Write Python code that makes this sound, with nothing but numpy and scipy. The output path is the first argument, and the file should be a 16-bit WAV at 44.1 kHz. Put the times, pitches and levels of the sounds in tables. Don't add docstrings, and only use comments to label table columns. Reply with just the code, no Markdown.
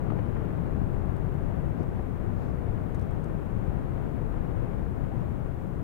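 import sys
import numpy as np
from scipy import signal
from scipy.fft import rfft, irfft
from scipy.io import wavfile

SR = 44100
rng = np.random.default_rng(int(sys.argv[2]) if len(sys.argv) > 2 else 0)


def store_pcm(level_fs):
    pcm = np.round(np.clip(level_fs, -1, 1) * 32767).astype(np.int16)
    wavfile.write(sys.argv[1], SR, np.atleast_2d(pcm).T)


N = 257103
TIME = np.arange(N) / SR
FREQS_HZ = np.fft.rfftfreq(N, 1 / SR)

# frequency_hz, relative_db
ROAR_TONE = [(8, -46), (22, 1.5), (50, -1), (115, 0), (170, -2.5), (220, -8.5), (400, -14.5), (800, -23.5),
             (1500, -33), (2200, -42), (3200, -52), (4200, -61), (6000, -74.5), (12000, -100)]
# peak_s, half_length_s, swell_db, bright_db
SURGES = [(0.084, 0.06, 1.5, -0.7), (0.46, 0.059, .5, 1.6), (.77, 0.24, 1.4, -1), (1.8, 0.035, 2, -.5),
          (3.11, 0.32, 0.6, 0.1), (3.88, 0.17, 0.1, 1.1), (4.534, 0.14, 1.4, 0), (5.195, 0.037, 0.8, 0.5)]
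# frequency_hz, likeness_0_to_1
LIKENESS = [(30, .27), (110, .42), (300, .27), (500, .05), (2000, .02)]
# peak_s, left_peak_db, pitch_hz, half_length_s
SLABS = [(0.104, -27, 910, 0.0023), (0.122, -20.5, 523, 0.0019), (0.191, -34, 1200, 0.0022),
         (0.365, -29.5, 850, 0.0066), (1.588, -29, 295, 0.0029), (1.809, -20, 210, 0.0036),
         (1.996, -28, 650, 0.0022), (4.546, -28, 450, 0.003)]
# frequency_hz, gain_db
RIGHT_MIC_GAIN = [(20, -13.7), (45, -13.3), (80, -10.2), (130, -10.2), (240, -9), (600, -10), (1000, -11.4),
                  (1550, -6.9), (3200, -5.6)]
# peak_s, peak_db, pitch_hz, decay_s, left_minus_right_db
TICKS = [(1.167, -56, 9000, 0.0014, -5), (1.831, -60, 5700, .002, 5), (2.948, -53, 8000, 0.0031, 12),
         (2.9547, -56, 7000, .0015, 10), (2.996, -57.5, 6300, .0012, 12), (3.0145, -60, 7500, .001, 12),
         (3.025, -57, 8500, .0008, 9), (3.1098, -60, 8000, .001, 6), (3.243, -53, 8000, 0.0012, 12)]
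# pitch_hz, width_hz, relative_db
GEAR_RINGS = [(3800, 2000, 5), (6100, 1200, 0), (8700, 1200, 2), (11700, 2700, -6)]
# peak_s, left_level_db, half_length_s
BRUSHES = [(1.81, -73, .025), (2.44, -71.5, .06), (5.2, -75, .025)]
# frequency_hz, left_relative_db, right_relative_db
HISS_TONE = [(100, 15, 8), (4500, -2, -0.6), (7500, -0.5, -0.3), (11000, 0.8, -1), (15500, 4, -1.5)]
# pitch_hz, left_db, right_db
WHINES = [(4200, -100, -92), (6600, -105, -97), (15625, -98, -97)]


def avalanche_roar(base_db=-25, ease_db_per_s=0.5, runout_s=4.92, runout_db_per_s=0.8):
    snow = wide_snow_front()
    eased_db = ease_db_per_s * TIME + runout_db_per_s * np.maximum(TIME - runout_s, 0)
    flow_db = base_db - eased_db + sum(db * swell(s, half) for s, half, db, _ in SURGES)
    powder = filtered(snow, FREQS_HZ ** 2 / (FREQS_HZ ** 2 + 450 ** 2))
    powder_db = 0.17 + 0.23 * TIME + sum(db * swell(s, half) for s, half, _, db in SURGES)
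    powder_gain = gain_of(powder_db * np.array([[1], [0.94]]))
    core = filtered(snow, np.exp(-(FREQS_HZ / 150) ** 2))
    core_gain = gain_of(-0.53 + 0.27 * TIME - 3 * np.exp(-TIME / 0.8))
    return gain_of(flow_db) * (snow + (powder_gain - 1) * powder + (core_gain - 1) * core)


def wide_snow_front(right_delay_s=0.0027):
    left, other = churning_snow(), churning_snow()
    likeness = np.clip(curve(LIKENESS), 0, 1)
    delay = np.exp(-2j * np.pi * FREQS_HZ * right_delay_s)
    right = filtered(left, likeness * delay) + filtered(other, np.sqrt(1 - likeness ** 2))
    return np.array([left, right])


def churning_snow(billow_db=0.5, billow_hz=7, lumps_per_s=260, size_spread_db=3, lump_db=-7):
    cloud = rng.standard_normal(N) * gain_of(billow_db * wander(billow_hz))
    sizes = gain_of(size_spread_db * np.minimum(rng.exponential(1, N), 3))
    signs = rng.choice([-1, 1], N)
    hits = rng.random(N) < lumps_per_s / SR
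    lumps = gain_of(lump_db) * unit_level(sizes * signs * hits)
    return unit_level(filtered(cloud + lumps, gain_of(curve(ROAR_TONE))))


def slab_thuds():
    dulling = gain_of(curve(ROAR_TONE) / 2)
    out = np.zeros((2, N))
    for peak_s, peak_db, pitch_hz, half_length_s in SLABS:
        burst = filtered(rng.standard_normal((2, N)), band(pitch_hz, octaves=1) * dulling)
        burst *= swell(peak_s, half_length_s)
        out += gain_of(peak_db) * burst / abs(burst).max(axis=1, keepdims=True)
    return out


def uneven_microphones(sound, dip_hz=160, dip_width_hz=36, dip_depth=0.81):
    left, right = sound
    dip = 1 - dip_depth / (1 + 1j * (FREQS_HZ - dip_hz) / dip_width_hz)
    return np.array([left, filtered(right, dip * gain_of(curve(RIGHT_MIC_GAIN)))])


def gear_ticks(rise_share=0.54):
    ringing = sum(gain_of(db) / (1 + ((FREQS_HZ - hz) / (width / 2)) ** 2)
                  for hz, width, db in GEAR_RINGS)
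    out = np.zeros((2, N))
    for peak_s, peak_db, pitch_hz, decay_s, pan_db in TICKS:
        rise_or_fall_s = np.where(TIME < peak_s, rise_share * decay_s, decay_s)
        scrape = rng.standard_normal(N) * np.exp(-abs(TIME - peak_s) / rise_or_fall_s)
        tick = filtered(scrape, ringing * band(pitch_hz, octaves=1))
        sides_db = peak_db + np.array([[pan_db], [-pan_db]]) / 2
        out += gain_of(sides_db) * tick / abs(tick).max()
    return out


def clothing_rustle(pitch_hz=4800, right_db=-7):
    sliding = unit_level(filtered(rng.standard_normal((2, N)), band(pitch_hz, octaves=0.5)))
    strokes = sum(gain_of(db) * swell(s, half) for s, db, half in BRUSHES)
    return sliding * strokes * gain_of([[0], [right_db]])


def camera_noise(hiss_db=-66.5):
    tone_hz, *sides_db = np.transpose(HISS_TONE)
    tone = gain_of([curve(np.column_stack([tone_hz, side])) for side in sides_db])
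    hiss = gain_of(hiss_db) * unit_level(filtered(rng.standard_normal((2, N)), tone))
    whine = sum(gain_of([[left_db], [right_db]]) * np.sin(2 * np.pi * (hz * TIME + rng.random()))
                for hz, left_db, right_db in WHINES)
    return hiss + np.sqrt(2) * whine


def gain_of(db):
    return 10 ** (np.asarray(db) / 20)


def unit_level(sound):
    return sound / np.sqrt(np.mean(np.atleast_2d(sound)[0] ** 2) + 1e-30)


def curve(points):
    hz, values = np.transpose(points)
    return np.interp(np.log(FREQS_HZ + 1), np.log(hz + 1), values)


def filtered(sound, gains):
    return irfft(rfft(sound) * gains, N)


def band(centre_hz, octaves):
    return np.exp(-0.5 * (np.log2((FREQS_HZ + 1) / centre_hz) / octaves) ** 2)


def wander(rate_hz):
    slow_only = np.exp(-(FREQS_HZ / rate_hz) ** 2) * (FREQS_HZ > 0)
    return unit_level(filtered(rng.standard_normal(N), slow_only))


def swell(peak_s, half_length_s):
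    return np.exp(-0.5 * ((TIME - peak_s) / half_length_s) ** 2)


def scene():
    return uneven_microphones(avalanche_roar() + slab_thuds()) + gear_ticks() + clothing_rustle()


def record(dry, cutoff_hz=15750):
    lowpass = signal.firwin(511, cutoff_hz, window=("kaiser", 9), fs=SR)
    return signal.oaconvolve(dry + camera_noise(), lowpass[None], "same")


dry = scene()
out = record(dry)
store_pcm(out)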